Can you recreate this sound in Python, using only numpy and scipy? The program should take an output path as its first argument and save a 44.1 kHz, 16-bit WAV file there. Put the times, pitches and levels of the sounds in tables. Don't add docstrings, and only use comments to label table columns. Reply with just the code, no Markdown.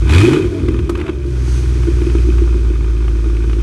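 import sys
import numpy as np
from scipy import signal
from scipy.fft import rfft, irfft
from scipy.io import wavfile
from scipy.ndimage import uniform_filter1d

SR = 44100
rng = np.random.default_rng(int(sys.argv[2]) if len(sys.argv) > 2 else 0)


def to_wav(s):
    ch = np.atleast_2d(s).T
    pcm = np.round(np.clip(ch, -1, 1) * 32767)
    wavfile.write(sys.argv[1], SR, pcm.astype(np.int16))


N = 159642

# t/s, firing rate/Hz
FIRING_RATE = [(0, 53), (.06, 59), (.125, 76), (.18, 91), (.28, 123), (.35, 146), (.41, 162), (.58, 142),
               (.7, 127), (.88, 96), (1.04, 75), (1.16, 66), (1.4, 62), (2.1, 60.1), (2.4, 58.6),
               (2.88, 55.3), (3.2, 55.1), (3.62, 55.9)]
# f/Hz, width/Hz, level/dB
TIP_RESONANCES = [(2440, 68, -6), (2523, 49, -0.5), (3050, 140, -1.5)]
BURST_ATTACK_S = 0.0019


def undb(db):
    return 10 ** (np.asarray(db) / 20)


def curve(table):
    rows = np.array(table, float)
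    return np.interp(np.arange(N) / SR, rows[:, 0], rows[:, 1])


def sounding(table):
    return undb(curve(table)) - undb(min(db for _, db in table))


def unit(x):
    return x / np.sqrt(np.mean(x ** 2))


def steady(x, size=7000):
    power = uniform_filter1d(uniform_filter1d(x ** 2, size), size)
    return x / np.sqrt(np.abs(power) + 1e-12)


def colour(x, points):
    hz, db = np.array(points, float).T
    f = np.arange(N + 1) * SR / (2 * N) + 1
    outline = undb(np.interp(np.log(f), np.log(hz), db))
    low_cut = f ** 2 / (f ** 2 + hz[0] ** 2)
    return irfft(rfft(x, 2 * N) * outline * low_cut)[:N]


def noise(points):
    return unit(colour(rng.standard_normal(N), points))


def clicks(times, sizes):
    out = np.zeros(N)
    at = np.clip(np.asarray(times) * SR, 0, N - 1).astype(int)
    np.add.at(out, at, sizes)
    return out


def fade(x, decay_s):
    return signal.lfilter([1], [1, -np.exp(-1 / (decay_s * SR))], x)


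def burst(x, decay_s, attack_s=BURST_ATTACK_S):
    return fade(fade(x, decay_s), attack_s) / (attack_s * SR)


def flicker(depth, first_s, second_s):
    return 1 + depth * unit(fade(fade(rng.standard_normal(N), first_s), second_s))


def ring(x, modes, low_hz, high_hz, order=2):
    t = np.arange(SR // 3) / SR
    response = sum(undb(db) * np.exp(-np.pi * width * t) * np.sin(2 * np.pi * hz * t)
                   for hz, width, db in modes)
    band = signal.butter(order, [low_hz, high_hz], "band", fs=SR, output="sos")
    response = signal.sosfilt(band, response)
    return signal.fftconvolve(x, response / np.abs(response).max())[:N]


def yard(x):
    wash_db, t60_s = -14, .3
    t = np.arange(SR // 2) / SR
    tail = rng.standard_normal(len(t)) * np.exp(-np.log(1000) * t / t60_s) * (t > .008)
    return x + undb(wash_db) * signal.fftconvolve(x, tail / np.linalg.norm(tail))[:N]


def air_hiss():
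    # t/s, level/dB
    hiss_level = [(0, -39), (1.2, -47), (1.3, -41), (1.55, -35), (1.76, -36.5), (2.2, -36.5), (2.8, -42),
                  (3.62, -40.5)]
    # f/Hz, density/dB per Hz
    hiss_colour = [(200, 23.5), (700, 1.5), (1400, 7.5), (2100, 3), (3800, -1), (6300, 0.5), (7300, -6.5),
                   (8400, -4.5), (10000, -10.5), (12000, -14.5)]
    # f/Hz, density/dB per Hz
    swell_colour = [(2500, -1), (3800, -7), (4500, 3), (5200, -7), (6300, 5), (7300, -11), (8400, -4),
                    (12000, -20)]
    swell_s, spread_s, swell_db = 1.54, 0.075, -40.5
    swell = undb(swell_db) * np.exp(-((np.arange(N) / SR - swell_s) / spread_s) ** 2 / 2)
    return noise(hiss_colour) * undb(curve(hiss_level)) + noise(swell_colour) * swell


def whine(phase):
    # (t/s, level/dB)
    whines = [(4.5, [(.44, -67), (.49, -45), (.56, -34), (.64, -50), (.72, -65)]), (9, [(1.02, -63),
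              (1.06, -36), (1.15, -47), (1.3, -46), (1.65, -51)])]
    tones = sum(sounding(rows) * np.sin(2 * np.pi * multiple * phase) for multiple, rows in whines)
    return flicker(0.2, 0.0049, 0.0043) * tones


def misfires():
    # t/s, level before trim/dB
    thump_hits = [(0.681, -6), (0.789, -12.5), (0.893, -7.5), (1.249, -13.5), (1.275, -18), (1.869, -16.5),
                  (1.881, -7), (2.015, -8), (2.066, -10), (2.148, -8.5), (2.269, -13.5), (2.285, -7.5),
                  (2.402, -17), (2.416, -7), (2.546, -17), (2.557, -16), (2.702, -11.5), (3.265, -16),
                  (3.494, -16.5)]
    # f/Hz, width/Hz, level/dB
    thump_mode = [(340, 27, 0)]
    # t/s, level before trim/dB
    crackle_hits = [(0.096, -12), (0.21, -8.5), (0.2555, -18), (0.3325, -9), (0.6834, -16), (0.7407, -23.5),
                    (0.7891, -22.5), (0.9517, -17.5), (0.989, -25), (0.999, -20.5), (1.012, -19),
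                    (1.0378, -32), (1.064, -21), (1.079, -21), (1.093, -20), (1.832, -23.5),
                    (2.0155, -23.5), (2.066, -29), (2.097, -23), (2.147, -25.5), (2.232, -34),
                    (2.3814, -20), (2.8424, -28.5), (3.0784, -24), (3.366, -22.5), (3.495, -24),
                    (3.53, -22)]
    # f/Hz, density/dB per Hz
    crackle_colour = [(700, 5), (1400, 5), (1900, 0), (2600, 2.5), (4500, -16.5), (12000, -28.5)]
    # t/s, level/dB
    pop_hits = [(.8935, -14.5), (0.973, -27)]
    # f/Hz, density/dB per Hz
    pop_colour = [(300, 2), (500, 16), (700, 1.5), (1000, 11.5), (1400, 8), (2000, -6.5), (3500, -9),
                  (5000, -11.5), (8000, -14), (12000, -18)]
    thump_trim_db, crackle_trim_db = -0.5, -2
    crackle_decay_s, pop_decay_s = 0.0032, 0.0057

    at, db = np.array(thump_hits).T
    thumps = ring(clicks(at, undb(db)), thump_mode, low_hz=247, high_hz=443, order=3)
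    at, db = np.array(crackle_hits).T
    crackles = burst(clicks(at, undb(db + crackle_trim_db)), crackle_decay_s) * noise(crackle_colour)
    at, db = np.array(pop_hits).T
    pops = burst(clicks(at, undb(db)), pop_decay_s) * noise(pop_colour)
    return undb(thump_trim_db) * thumps + crackles + pops


def jet(phase):
    # t/s, level/dB
    jet_level = [(0, -50), (.08, -34.5), (.098, -24), (.21, -21), (.27, -26), (.34, -28), (.42, -37.5),
                 (.48, -41.5), (1.1, -52)]
    # f/Hz, density/dB per Hz
    jet_colour = [(600, -2), (1150, 2.5), (2550, 5.5), (2850, -2), (3150, 8.5), (3700, -0.5), (5000, -6),
                  (8300, -9.5), (12000, -18)]
    delay_turns, attack_s, decay_s = .47, .0008, .0035
    floor, scatter_db, split_hz = .1, 3, 4200

    def gas(side):
        sos = signal.butter(2, split_hz, side, fs=SR, output="sos")
        return signal.sosfilt(sos, noise(jet_colour))

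    at = np.flatnonzero(np.diff(np.floor(phase - delay_turns))) / SR
    sizes = undb(scatter_db * rng.standard_normal(len(at)))
    gate = steady(floor + burst(clicks(at, sizes), decay_s, attack_s))
    cracks = gate * gas("low")
    rung = unit(ring(cracks, TIP_RESONANCES, low_hz=2160, high_hz=3730))
    return (cracks + .5 * rung + np.sqrt(gate) * gas("high")) * undb(curve(jet_level))


def roar(phase):
    # t/s, level/dB
    roar_level = [(.1, -36), (.2, -18), (.26, -10), (.33, -14), (.41, -12.5), (.47, -36)]
    # multiple of firing rate, level/dB
    roar_orders = [(2, 0), (2.375, -4), (2.5, -3), (3, 0)]
    resonance_hz, half_width_hz = 345, 48
    flutter_depth, flutter_s = .55, .004
    tones = np.zeros(N)
    for multiple, db in roar_orders:
        detuning = (multiple * curve(FIRING_RATE) - resonance_hz) / half_width_hz
        passed = 1 / np.hypot(1, detuning ** 2)
        flutter = flicker(flutter_depth, flutter_s, flutter_s)
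        tones += undb(db) * passed * flutter * np.sin(2 * np.pi * multiple * phase)
    return tones * sounding(roar_level)


def tailpipes(envelope):
    # f/Hz, density/dB per Hz
    rasp_colour = [(300, 17), (480, 4), (720, -2), (1100, 0.5), (1500, 8), (1950, -6.5), (2450, 8),
                   (2900, -23), (3600, 1.5), (4400, -29), (8000, -45), (12000, -53)]
    # f/Hz, width/Hz, level/dB
    tailpipe_modes = [(987, 130, 6), (1180, 95, 0.5), (1244, 54, -2), (1480, 98, -0.5), (1650, 73, -3),
                      (2290, 42, -11), (2660, 35, -12), (3183, 24, 7)]
    ring_db = -2.5
    gas = envelope * noise(rasp_colour)
    rung = ring(gas, tailpipe_modes, low_hz=700, high_hz=4400)
    return (gas + undb(ring_db) * unit(rung) * np.std(gas)) / np.sqrt(2)


def exhaust(phase):
    banks = (1, -1, 1, 1, -1, 1, -1, -1)
    # t/s, spread relative to bank pulse
    uneven = [(0, 0.18), (.36, 0.29), (.46, 1.3), (.95, 1.1), (1.2, 0.4), (3.62, 0.25)]
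    # f/Hz, width/Hz, level/dB
    pipe_modes = [(95.4, 25, 14), (129.7, 6.1, 1)]
    # t/s, level/dB
    lope_level = [(0, -16), (.22, -18), (.38, -27.5), (.47, -19.5), (.6, -20.5), (.69, -17), (.76, -30),
                  (.82, -15.5), (.93, -30), (1.0, -29), (1.15, -30.5), (1.8, -24), (3.62, -30)]
    # f/Hz, width/Hz, level/dB
    chug_mode = [(58, 13, 0)]
    # t/s, level/dB
    chug_level = [(0, -21), (.36, -29), (.47, -21), (.58, -31), (.69, -15), (.8, -19), (.92, -20.5),
                  (1.05, -26), (1.25, -28)]
    # f/Hz, width/Hz, level/dB
    silencer_modes = [(257, 230, -12), (344.3, 43.4, -1), (386, 72, -18)]
    # t/s, level/dB
    drone_level = [(0, -28.5), (.17, -16.5), (.26, -12), (.42, -16), (.46, -19.5), (.62, -20.5), (.7, -16),
                   (.82, -26.5), (1.1, -20.5), (1.2, -30), (1.65, -28), (2.1, -24.5), (2.9, -29.5),
                   (3.62, -26)]
    # t/s, level/dB
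    rasp_level = [(0, -38), (.075, -33.5), (.11, -24.5), (.34, -27.5), (.47, -38.5), (.85, -42.5),
                  (.93, -44.5), (1.07, -31.5), (1.15, -46.5), (2.05, -40), (2.9, -41.5), (3.62, -42)]
    # t/s, level/dB
    tip_level = [(0, -63), (.3, -41), (.42, -38), (.5, -57), (1.05, -49), (1.2, -59), (2.2, -44),
                 (2.9, -58), (3.62, -49)]
    bank_share, timing_jitter_s = 0.063, 0.000678
    strength_scatter_db, puff_scatter_db, tip_scatter_db = 2.5, 5.5, 6
    puff_decay_s, puff_floor = 0.0054, 0.22
    turbulence = 1

    def silencer(x):
        return steady(ring(x, silencer_modes, low_hz=163, high_hz=422))

    index = np.flatnonzero(np.diff(np.floor(phase)))
    jitter, ragged, scatter, puff_scatter, tip_scatter = rng.standard_normal((len(index), 5)).T
    bank = np.resize(banks, len(index))
    at = index / SR + timing_jitter_s * jitter
    strength = 1 + bank_share * bank

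    puff_sizes = strength * undb(puff_scatter_db * puff_scatter)
    puffs = steady(puff_floor + burst(clicks(at, puff_sizes), puff_decay_s))

    bank_pulses = clicks(at, bank + curve(uneven)[index] * ragged)
    lope = steady(ring(bank_pulses, pipe_modes, low_hz=66.0, high_hz=170.6, order=4))
    chug = steady(ring(clicks(at, ragged), chug_mode, low_hz=46.5, high_hz=75, order=3))

    pulses = clicks(at, strength * undb(strength_scatter_db * scatter))
    drone = silencer(pulses) + turbulence * silencer(puffs * rng.standard_normal(N))
    drone = steady(drone, size=3500)

    tip_pulses = clicks(at, undb(tip_scatter_db * tip_scatter))
    tips = steady(ring(tip_pulses, TIP_RESONANCES, low_hz=2150, high_hz=3700))

    low = chug * undb(curve(chug_level)) + lope * undb(curve(lope_level))
    rasp = tailpipes(puffs * undb(curve(rasp_level))) + tips * undb(curve(tip_level))
    return low + drone * undb(curve(drone_level)) + rasp


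def boom(phase):
    # t/s, rms level/dB
    boom_level = [(0, -12), (.06, -10), (.19, -4.5), (.28, -17.5), (.35, -17), (.42, -50), (.55, -43),
                  (.7, -24), (.88, -27), (1.12, -21.5), (1.54, -13), (2.1, -12), (2.42, -10), (2.9, -13),
                  (3.62, -12)]
    # t/s, rms level/dB
    octave_level = [(0, -25), (.25, -28.5), (.45, -75), (.95, -44.5), (1.3, -23), (1.8, -22.5), (2.6, -30),
                    (3.1, -28.5), (3.62, -25.5)]
    octave_turns = 0.7
    first = undb(curve(boom_level)) * np.sin(2 * np.pi * phase)
    second = undb(curve(octave_level)) * np.sin(2 * np.pi * (2 * phase + octave_turns))
    return -np.sqrt(2) * (first + second)


def scene():
    phase = np.cumsum(curve(FIRING_RATE)) / SR
    echoed = exhaust(phase) + roar(phase) + jet(phase) + misfires() + whine(phase)
    return (boom(phase) + yard(echoed) + air_hiss())[None]


def record(dry):
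    limit, top_hz = .95, 11900
    held = dry / (1 + (dry / limit) ** 12) ** (1 / 12)
    return signal.sosfilt(signal.ellip(10, .2, 90, top_hz, fs=SR, output="sos"), held)


dry = scene()
out = record(dry)
to_wav(out)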